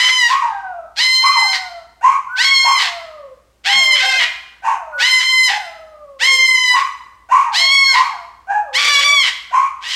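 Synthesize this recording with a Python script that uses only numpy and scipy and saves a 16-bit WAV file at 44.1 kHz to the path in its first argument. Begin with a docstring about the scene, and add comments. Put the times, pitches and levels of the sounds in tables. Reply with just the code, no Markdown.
"""In a living room, a cockatoo on a sofa back screeches again and again, close by.
Each cry sweeps up into a piercing tone, may crack, and falls away in a rasp; thin whistles edge a few.
Its voice is a train of pulses, roughened and mixed with breath noise, then shaped by throat and beak.
Further back another animal, probably a small dog, joins in: hoarse yelps and thin gliding howls.
A soft knock, faint room noise and a wavering hum lie underneath; the room echoes both animals."""
import sys
import numpy as np
from scipy import signal
from scipy.fft import rfft, irfft
from scipy.io import wavfile
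from scipy.ndimage import uniform_filter1d, minimum_filter1d

SR = 44100
rng = np.random.default_rng(int(sys.argv[2]) if len(sys.argv) > 2 else 0)


def wrap_up_sound(samples):
    """Save the sound to the file named by the first command line argument, as 16-bit audio."""
    columns = np.atleast_2d(samples).T
    # keep every value between -1 and 1, then stretch to whole-number steps
    tamed = np.clip(columns, -1, 1)
    steps = np.round(tamed * 32767).astype(np.int16)
    wavfile.write(sys.argv[1], SR, steps)


N = 438794
T = np.arange(N) / SR  # time of every sample, in s
CRACK_EDGE_S = 0.018  # fade at both ends of a crack or a strong-weak stretch


def undb(db):
    """Turn decibels into a gain."""
    return 10 ** (np.asarray(db) / 20)


def unit(x):
    """Scale to rms 1."""
    return x / np.sqrt(np.mean(x ** 2) + 1e-18)


def steady(x, size=1500):
    """Hold the running rms at 1, over a window of size samples."""
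    return x / np.sqrt(uniform_filter1d(x ** 2, size) + 1e-12)


def at(points, hz):
    """Read (Hz, value) points on a log-frequency axis."""
    f, value = np.transpose(points)
    return np.interp(np.log(np.maximum(hz, 1)), np.log(f), value)


def ramp(t, length_s):
    """Rise from 0 to 1 over the given time."""
    return np.clip(t / length_s, 0, 1)


def during(start, end):
    """Find the samples between two moments, and their times."""
    span = np.flatnonzero((T >= start) & (T <= end))
    return span, T[span]


def colour(x, points, size=1024):
    """Filter with the given (Hz, dB) response, without sounding ahead of time."""
    log_gain = np.log(undb(at(points, np.fft.rfftfreq(size, 1 / SR))))
    # folding the cepstrum forward in time gives the most prompt filter with this response
    cepstrum = irfft(log_gain)
    cepstrum[1:size // 2] *= 2
    cepstrum[size // 2 + 1:] = 0
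    response = irfft(np.exp(rfft(cepstrum)))
    return signal.fftconvolve(x, response)[:len(x)]


def below(x, hz, order=6):
    """Low-pass without delay."""
    sos = signal.butter(order, min(hz, 0.45 * SR), fs=SR, output="sos")
    return signal.sosfiltfilt(sos, x)


def wobble(n, hz):
    """Random motion up to about the given speed, rms 1."""
    sos = signal.butter(4, hz, fs=SR, output="sos")
    return unit(signal.sosfilt(sos, rng.standard_normal(n)))


def pulses(hz, count=24):
    """One sharp pulse per cycle, summed from overtones, and the phase of the cycle."""
    phase = 2 * np.pi * np.cumsum(hz) / SR
    wave = 0
    for k in range(1, count + 1):
        # overtones fade out just below the highest frequency that can be stored
        fade = np.clip((SR / 2 - k * hz) / 2000, 0, 1)
        wave = wave + np.cos(k * phase) * fade
    return wave, phase


def perform(voice, *tables):
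    """Lay all calls of one voice on the time line."""
    out = np.zeros(N)
    for controls in zip(*tables):
        span, call = voice(*controls)
        out[span] += call
    return out


def background(floor_db=-60, hum_hz=57.4, hum_db=-60.5):
    """Soft coloured noise of a quiet room, and the wavering hum of an appliance."""
    # tone of the quiet room, overall level set apart: f/Hz, relative level/dB
    room_tone = [(20, -23), (45, -14.5), (65, -2), (90, -14), (200, -19.5), (500, -21), (2000, -29.5),
                 (8000, -36), (15000, -45.5)]
    hum = unit(np.sin(2 * np.pi * hum_hz * T) * (1 + 0.15 * wobble(N, 3.4)))
    noise = unit(colour(rng.standard_normal(N), room_tone))
    return undb(floor_db) * noise + undb(hum_db) * hum


def effort(t, row, held_pitch):
    """One screech's course: tighten up to pitch, hold, then run out of pressure in a rasp."""
    # the voice cracks in mid-cry: start/s, end/s, roughness (0-1), level change/dB
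    crack_rows = [(-0.02, 0.066, 0.47, 8), (0.062, 0.119, 0.65, -0.5), (2.405, 2.462, .6, 1.5),
                  (3.736, 3.773, 0.39, -1.5), (3.94, 4.064, 0.55, -3), (4.094, 4.157, 0.37, -3.5),
                  (5.19, 5.251, 0.51, -4), (8.763, 8.895, 0.75, -0.5), (8.993, 9.051, 0.68, -5.5),
                  (9.78, 10.1, 0.76, -2.5)]
    sweep_depth, sweep_curve = 0.48, 3.1  # share of the pitch missing at the start
    attack_s, attack_db, attack_curve = 0.083, -21.5, 3.12
    settle_s, held_rough = 0.16, 0.03  # roughness clears to this small rest
    waver_hz, waver_share = 14.02, 0.00401
    tongue_hz, tongue_db = 13, 1.8
    break_s, rasp_rough, rasp_fall_per_s = 0.025, 0.78, 1.5
    rasp_fade_db_per_s, rasp_throat_db, rasp_treble_db = -88.5, 3.5, -0.5

    start, breaks, end, sweep_s, onset_rough, early_db, late_db, rasp_db, *colours, _ = row
    age, spent = t - start, np.maximum(t - breaks, 0)
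    rasp = ramp(spent, break_s)
    cracks = [(ramp(np.minimum(t - a, b - t), CRACK_EDGE_S), depth, db) for a, b, depth, db in crack_rows]

    def across(early_late):
        return np.interp(t, [start, breaks], early_late)

    def slow_motion(hz):
        # drawn over two seconds, so that short cries get a fair share of slow motion
        return wobble(2 * SR, hz)[-len(t):]

    # pitch
    sweep = 1 - sweep_depth * (1 - ramp(age, sweep_s)) ** sweep_curve
    hz = np.interp(t, *np.transpose(held_pitch)) * sweep * np.exp(-rasp_fall_per_s * spent)
    hz = hz * (1 + waver_share * slow_motion(waver_hz))
    # level
    level_db = across([early_db, late_db])
    level_db = level_db + attack_db * (1 - ramp(age, attack_s)) ** attack_curve
    level_db = level_db + sum(on * db for on, _, db in cracks)
    level_db = level_db + rasp_db * rasp + rasp_fade_db_per_s * spent
    # tongue and beak never hold quite still
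    throat_db = across(colours[:2]) + rasp_throat_db * rasp + tongue_db * slow_motion(tongue_hz)
    treble_db = across(colours[2:]) + rasp_treble_db * rasp + tongue_db * slow_motion(tongue_hz)
    # roughness
    rough = held_rough + onset_rough * (1 - ramp(age, settle_s)) + rasp_rough * rasp
    rough = np.maximum(rough, sum(on * depth for on, depth, _ in cracks))
    return hz, level_db, throat_db, treble_db, rough


def screech(row, held_pitch, beak_hz=4250, beak_half_width_hz=380, jitter=0.0643, jitter_hz=330,
            quiver=0.0021, shimmer=0.13, creak=0.78, drift=1.1):
    """The syrinx, a bird's voice organ, pulses cleanly or roughly; throat and beak ring with it."""
    # windpipe, throat and open beak: f/Hz, level/dB
    bird_tract = [(200, -33.5), (600, -20), (1050, -15), (1500, -6), (2100, -0.5), (2600, -3.5), (3200, 1),
                  (4200, -6.5), (5200, -8.5), (6200, -14.5), (7800, -18.5), (9600, -30), (12500, -35.5),
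                  (15500, -46.5)]
    # the syrinx beats strong-weak, adding lines at half the pitch: start/s, end/s, depth (half the swing)
    doubling_rows = [(3.672, 3.7, 0.6), (3.994, 4.18, 0.39), (8.863, 9.047, 0.3)]
    start, _, end, *_, beak_db = row
    span, t = during(start, end)
    hz, level_db, throat_db, treble_db, rough = effort(t, row, held_pitch)
    n = len(span)

    # the tone stays pure until the strain is high, then breaks up quickly
    rough = np.clip(rough, 0, 1)
    chaos = rough ** 2 * (2 - rough)
    # slack membranes flap unevenly until they tighten onto the pitch
    chaos = np.maximum(chaos, np.clip((900 - hz) / 400, 0, 0.5))
    hz = hz * (1 + quiver * wobble(n, 93) + jitter * chaos * wobble(n, jitter_hz))
    wave, phase = pulses(hz)

    # the weak beat comes and goes and lags unevenly, so the half lines waver
    doubling = sum(depth * ramp(np.minimum(t - a, b - t), CRACK_EDGE_S) for a, b, depth in doubling_rows)
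    half_cycle = np.cos(phase / 2 + 0.88 * wobble(n, 41))
    weak_beat = doubling * (1 + 0.56 * wobble(n, 49)) * half_cycle
    wave = unit(wave) * (1 + 2 * weak_beat)

    # turbulence escapes once a cycle and grows with the chaos
    air = unit(rng.standard_normal(n) * (1 + np.cos(phase)))
    noisy = 0.6 * chaos ** 2
    source = np.sqrt(1 - noisy) * wave + np.sqrt(noisy) * air
    # under strain the membranes slam in loose groups of four cycles: a torn, creaking rasp
    groups = np.exp(creak * chaos * np.cos(phase / 4 + drift * wobble(n, 50)))
    flicker = 1 + shimmer * chaos * wobble(n, 290)
    voice = colour(source * groups * flicker, bird_tract)

    # tongue and beak shift the weight between three bands
    low, up_to_mid = below(voice, 2502), below(voice, 3824)
    treble = voice - up_to_mid
    peak = signal.iirpeak(beak_hz, beak_hz / beak_half_width_hz / 2, fs=SR)
    treble = treble + (undb(beak_db) - 1) * signal.filtfilt(*peak, treble)
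    throat = undb(throat_db) * steady(up_to_mid - low)
    mixed = steady(low) + throat + undb(treble_db) * steady(treble)
    edges = ramp(np.minimum(t - start, end - t), 0.036)
    return span, edges * undb(level_db) * mixed


def dog_voice(hz, rough, jitter=0.117, jitter_hz=140, quiver=0.0078, shimmer=0.06,
              second_db=-12, overtones_db=-13, air_db=-11):
    """The dog's vocal folds and throat, from hoarse to clear; rms 1."""
    # the dog's throat, as it colours the overtones: f/Hz, level/dB
    dog_tract = [(300, -22), (600, -22.5), (900, -13.5), (1220, 9), (1400, 4.5), (1560, 8.5), (1750, -8),
                 (2100, -8), (2500, 4.5), (3400, -19), (5000, -19.5), (6500, -13), (9000, -26.5),
                 (15000, -43.5)]
    n, rough = len(hz), np.clip(rough, 0, 1)
    hz_shaken = hz * (1 + quiver * wobble(n, 35) + jitter * rough * wobble(n, jitter_hz))
    wave, phase = pulses(hz_shaken)
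    # the octave lights up as it slides through the throat resonance
    octave = undb(second_db + at(dog_tract, 2 * hz)) * np.sin(2 * phase)
    clear = unit(np.cos(phase) + octave)
    # only when the folds slap shut do upper overtones and breath noise join in
    slap = unit(colour(wave - np.cos(phase), dog_tract))
    air = unit(colour(rng.standard_normal(n) * (1 + np.cos(phase)), dog_tract))
    voice = clear + rough * (undb(overtones_db) * slap + undb(air_db) * air)
    return steady(voice * (1 + shimmer * rough * wobble(n, 130)))


def bark(row):
    """A short, hoarse yelp: pitch leaps up, loudness peaks early and fades."""
    start_hz, rise_s = 712.3, 0.027
    attack_s, attack_db, fade_db_per_s, release_s = 0.035, -30, -100, 0.03
    rough_shares = [1.7, 0.75, 1.2]  # gruff at first, clearest at its peak
    start, length, top_hz, level_db, rough = row
    span, t = during(start, start + length)
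    age = t - start
    rough = rough * np.interp(age, [0, attack_s, length], rough_shares)
    hz = top_hz + (start_hz - top_hz) * np.exp(-age / rise_s)
    level_db = level_db + attack_db * (1 - ramp(age, attack_s))
    level_db = level_db + fade_db_per_s * np.maximum(age - attack_s, 0)
    return span, undb(level_db) * ramp(length - age, release_s) * dog_voice(hz, rough)


def howl(row):
    """A thin, clear tone that slides to a held pitch, then bends ever faster to its last one."""
    slide_s, bend_curve, fade_db_per_s = 0.11, 1.6, -10.5
    attack_s, release_s, first_rough, held_rough = 0.025, 0.06, 0.38, 0.08
    start, end, first_hz, held_hz, last_hz, first_db, held_db = row
    span, t = during(start, end)
    age = t - start
    slide = 1 - ramp(age, slide_s)
    bend = ramp(age - slide_s, end - start - slide_s) ** bend_curve
    hz = held_hz + (first_hz - held_hz) * slide + (last_hz - held_hz) * bend
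    gain = undb(held_db + (first_db - held_db) * slide + fade_db_per_s * age)
    edges = ramp(age, attack_s) * ramp(end - t, release_s)
    return span, gain * edges * dog_voice(hz, held_rough + (first_rough - held_rough) * slide)


def whistle(row, overtone_db=-38, edge_s=0.062, curve=4.1):
    """A nearly pure tone from the syrinx that glides and levels off."""
    start, end, first_hz, last_hz, level_db = row
    span, t = during(start, end)
    hz = last_hz + (first_hz - last_hz) * (1 - ramp(t - start, end - start)) ** curve
    wave, phase = pulses(hz * (1 + 0.0057 * wobble(len(span), 93)), count=9)
    gain = undb(level_db) * ramp(np.minimum(t - start, end - t), edge_s)
    return span, gain * (unit(np.sin(phase)) + undb(overtone_db) * unit(wave))


def knocks(rise_s=0.03):
    """Something bumps softly and hums for a moment: a decaying sine with a soft start."""
    # soft knocks, t60 being the time to fade by 60 dB: t/s, f/Hz, level before the fade/dB, t60/s
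    bumps = [(3.74, 188, -33, 0.37)]
    out = np.zeros(N)
    for start, hz, db, t60 in bumps:
        age = np.maximum(T - start, 0)
        gain = undb(db - 60 * age / t60) * ramp(age, rise_s)
        out += gain * np.sin(2 * np.pi * hz * age)
    return out


def room(x, direct_db, early_db, tail_db, early_s):
    """Direct sound, scattered early reflections, and a tail whose bands fade at their own speeds."""
    # how long the living room rings, as time to fade by 60 dB: f/Hz, t60/s
    ring_times = [(200, 0.13), (1000, 0.89), (2000, 0.7), (4000, 0.61), (8000, 0.61), (15000, 0.84)]
    t = T[:SR]
    noise, tail, lower = rng.standard_normal(SR), 0, 0
    for edge_hz in 350 * 2.0 ** np.arange(7):  # octave bands
        upto = below(noise, edge_hz, order=3)
        fade = undb(-60 * t / at(ring_times, edge_hz / np.sqrt(2)))
        tail = tail + (upto - lower) * fade
        lower = upto
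    tail = tail * ramp(t, 0.025)
    # about one sample in fifty carries a reflection
    early = rng.standard_normal(SR) * (rng.random(SR) < 0.02) * (t > 0.002) * np.exp(-t / early_s)
    response = undb(early_db) * early / np.linalg.norm(early)
    response = response + undb(tail_db) * tail / np.linalg.norm(tail)
    return undb(direct_db) * x + signal.fftconvolve(x, response)[:N]


def scene():
    """The near bird and the farther dog share one room."""
    # one row per screech, levels before the room: start/s, break into rasp/s, end/s, upward sweep/s,
    # added roughness at the start (0-1), early level/dB, late level/dB, rasp level change/dB,
    # early throat band/dB, late throat band/dB, early treble/dB, late treble/dB, beak ring/dB
    screech_rows = [(-0.25, 0.272, 0.37, .14, .6, -16.5, -14.5, -6.5, -2.5, -9.5, -8, -6.5, 0.5),
                    (0.955, 1.512, 1.595, .11, 0.72, -16, -16.5, -1, -1, -12.5, 1.5, -1.5, 10),
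                    (2.354, 2.774, 2.91, .15, 0.49, -13.5, -16, 1.5, -5, -7, -2.5, -2, 7),
                    (3.635, 4.178, 4.275, .15, 0.86, -11.5, -13.5, 3, -1.5, -7, -6.5, -8, 3.5),
                    (4.975, 5.471, 5.59, 0.14, 0.76, -12, -13.5, -3, -6, -10, -5.5, -6, 2.5),
                    (6.187, 6.746, 6.84, .11, 0.52, -10.5, -13.5, -5, -5, -16.5, -6, -8.5, 0.5),
                    (7.516, 7.925, 8.03, .15, 0.69, -16, -12.5, -1, -0.5, -16, 2, -4, 8),
                    (8.725, 9.219, 9.32, .09, 0.52, -9, -15, 1, -3, -2.5, -3, -5.5, 2),
                    (9.798, 10.3, 10.4, 0.14, 0.89, -30, -10.5, 0, -4, 17, -5, 21, 1)]
    # pitch that the bird holds, one list per screech: t/s, f/Hz
    held_pitches = [
        [(0.0, 1001), (0.102, 1025), (0.112, 1049), (0.124, 1024), (0.192, 1007), (0.245, 954)],
        [(1.06, 1029), (1.166, 1035), (1.456, 1033), (1.505, 1044)],
        [(2.47, 1096), (2.632, 1070), (2.702, 1060), (2.71, 1050), (2.766, 1040), (2.785, 1029)],
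        [(3.75, 1084), (3.96, 1018), (3.97, 1056), (3.988, 1052), (4.004, 1027), (4.018, 1053), (4.1, 1051)],
        [(5.09, 1038), (5.196, 1018), (5.204, 999), (5.236, 1058), (5.258, 1037), (5.456, 1021), (5.47, 997)],
        [(6.29, 1070), (6.462, 1033), (6.74, 995.3)],
        [(7.62, 1090), (7.704, 1077), (7.716, 1109), (7.912, 1079), (7.925, 1063)],
        [(8.9, 1163), (8.912, 1167), (8.984, 1120), (9.074, 1169), (9.086, 1140), (9.142, 1148), (9.22, 1062)],
        [(9.9, 1009)],
    ]
    # yelps, before attack, fade and room: start/s, length/s, top f/Hz, level/dB, base roughness (0-1)
    bark_rows = [(0.273, 0.24, 1126, -11.5, 0.57), (1.21, 0.27, 1117, -9, 0.59),
                 (2.011, 0.18, 1085, -5.5, .45), (2.627, 0.29, 1103, -9.5, 0.73),
                 (3.649, 0.084, 825, -12, 0), (4.006, 0.081, 799, -16, 0.2),
                 (4.622, 0.15, 986.4, -10, 0.73), (5.467, .14, 842.5, -16.5, 0.32),
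                 (6.712, 0.193, 1119, -10.5, 0.47), (7.289, 0.19, 1097, -6, 0.61),
                 (7.92, 0.18, 1104, -8.5, 0.6), (8.471, 0.14, 835.4, -8.5, 0.25),
                 (9.509, .19, 1117, -8, 0.53)]
    # howls, before fade and room: start/s, end/s, first f/Hz, held f/Hz, last f/Hz,
    # first level/dB, held level/dB
    howl_rows = [(0.41, 0.874, 1032, 800, 607, -7, -24.5), (1.351, 1.849, 994, 768.4, 639, -6, -29),
                 (2.761, 3.36, 1009, 696.7, 482, -29.5, -30.5), (3.745, 4.029, 783, 619, 520, -31, -33),
                 (4.107, 4.3, 793, 663, 604, -25, -34.5), (4.723, 5.035, 895, 657, 473, -31, -32),
                 (5.581, 6.314, 811, 655.3, 476, -29.5, -34), (6.3, 6.523, 483, 522, 563, -33, -41.5),
                 (7.45, 7.736, 1014, 701, 611, -9.5, -34.5), (8.047, 8.268, 1024, 706, 662, -15, -35.5),
                 (8.6, 8.974, 770, 518, 449, -32, -35), (8.982, 9.21, 493, 648, 578, -39, -33.5)]
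    # thin whistles at the edge of a screech: start/s, end/s, first f/Hz, last f/Hz, level/dB
    whistle_rows = [(2.28, 2.476, 1392, 1530, -20.5), (4.05, 4.375, 3000, 2430, -25.5),
                    (4.92, 5.082, 1430, 1487, -17), (7.84, 8.002, 1930, 1510, -30.5)]
    bird = perform(screech, screech_rows, held_pitches) + perform(whistle, whistle_rows)
    dog = perform(bark, bark_rows) + perform(howl, howl_rows)
    near = room(bird, direct_db=-1.0, early_db=-7.0, tail_db=-10.0, early_s=0.03)
    far = room(dog, direct_db=-5, early_db=-3.5, tail_db=-11.0, early_s=0.024)
    return (near + far + knocks() + background())[None]


def record(dry, ceiling=0.89, size=220, top_hz=15750):
    """A limiter smoothly ducks the highest peaks; a steep low-pass cuts the top."""
    gain = np.minimum(1, ceiling / (np.abs(dry) + 1e-9))
    gain = minimum_filter1d(gain, 2 * size)
    gain = uniform_filter1d(uniform_filter1d(gain, size), size)
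    sos = signal.ellip(8, 0.05, 60, top_hz, fs=SR, output="sos")
    return signal.sosfiltfilt(sos, dry * gain)


dry = scene()
out = record(dry)
wrap_up_sound(out)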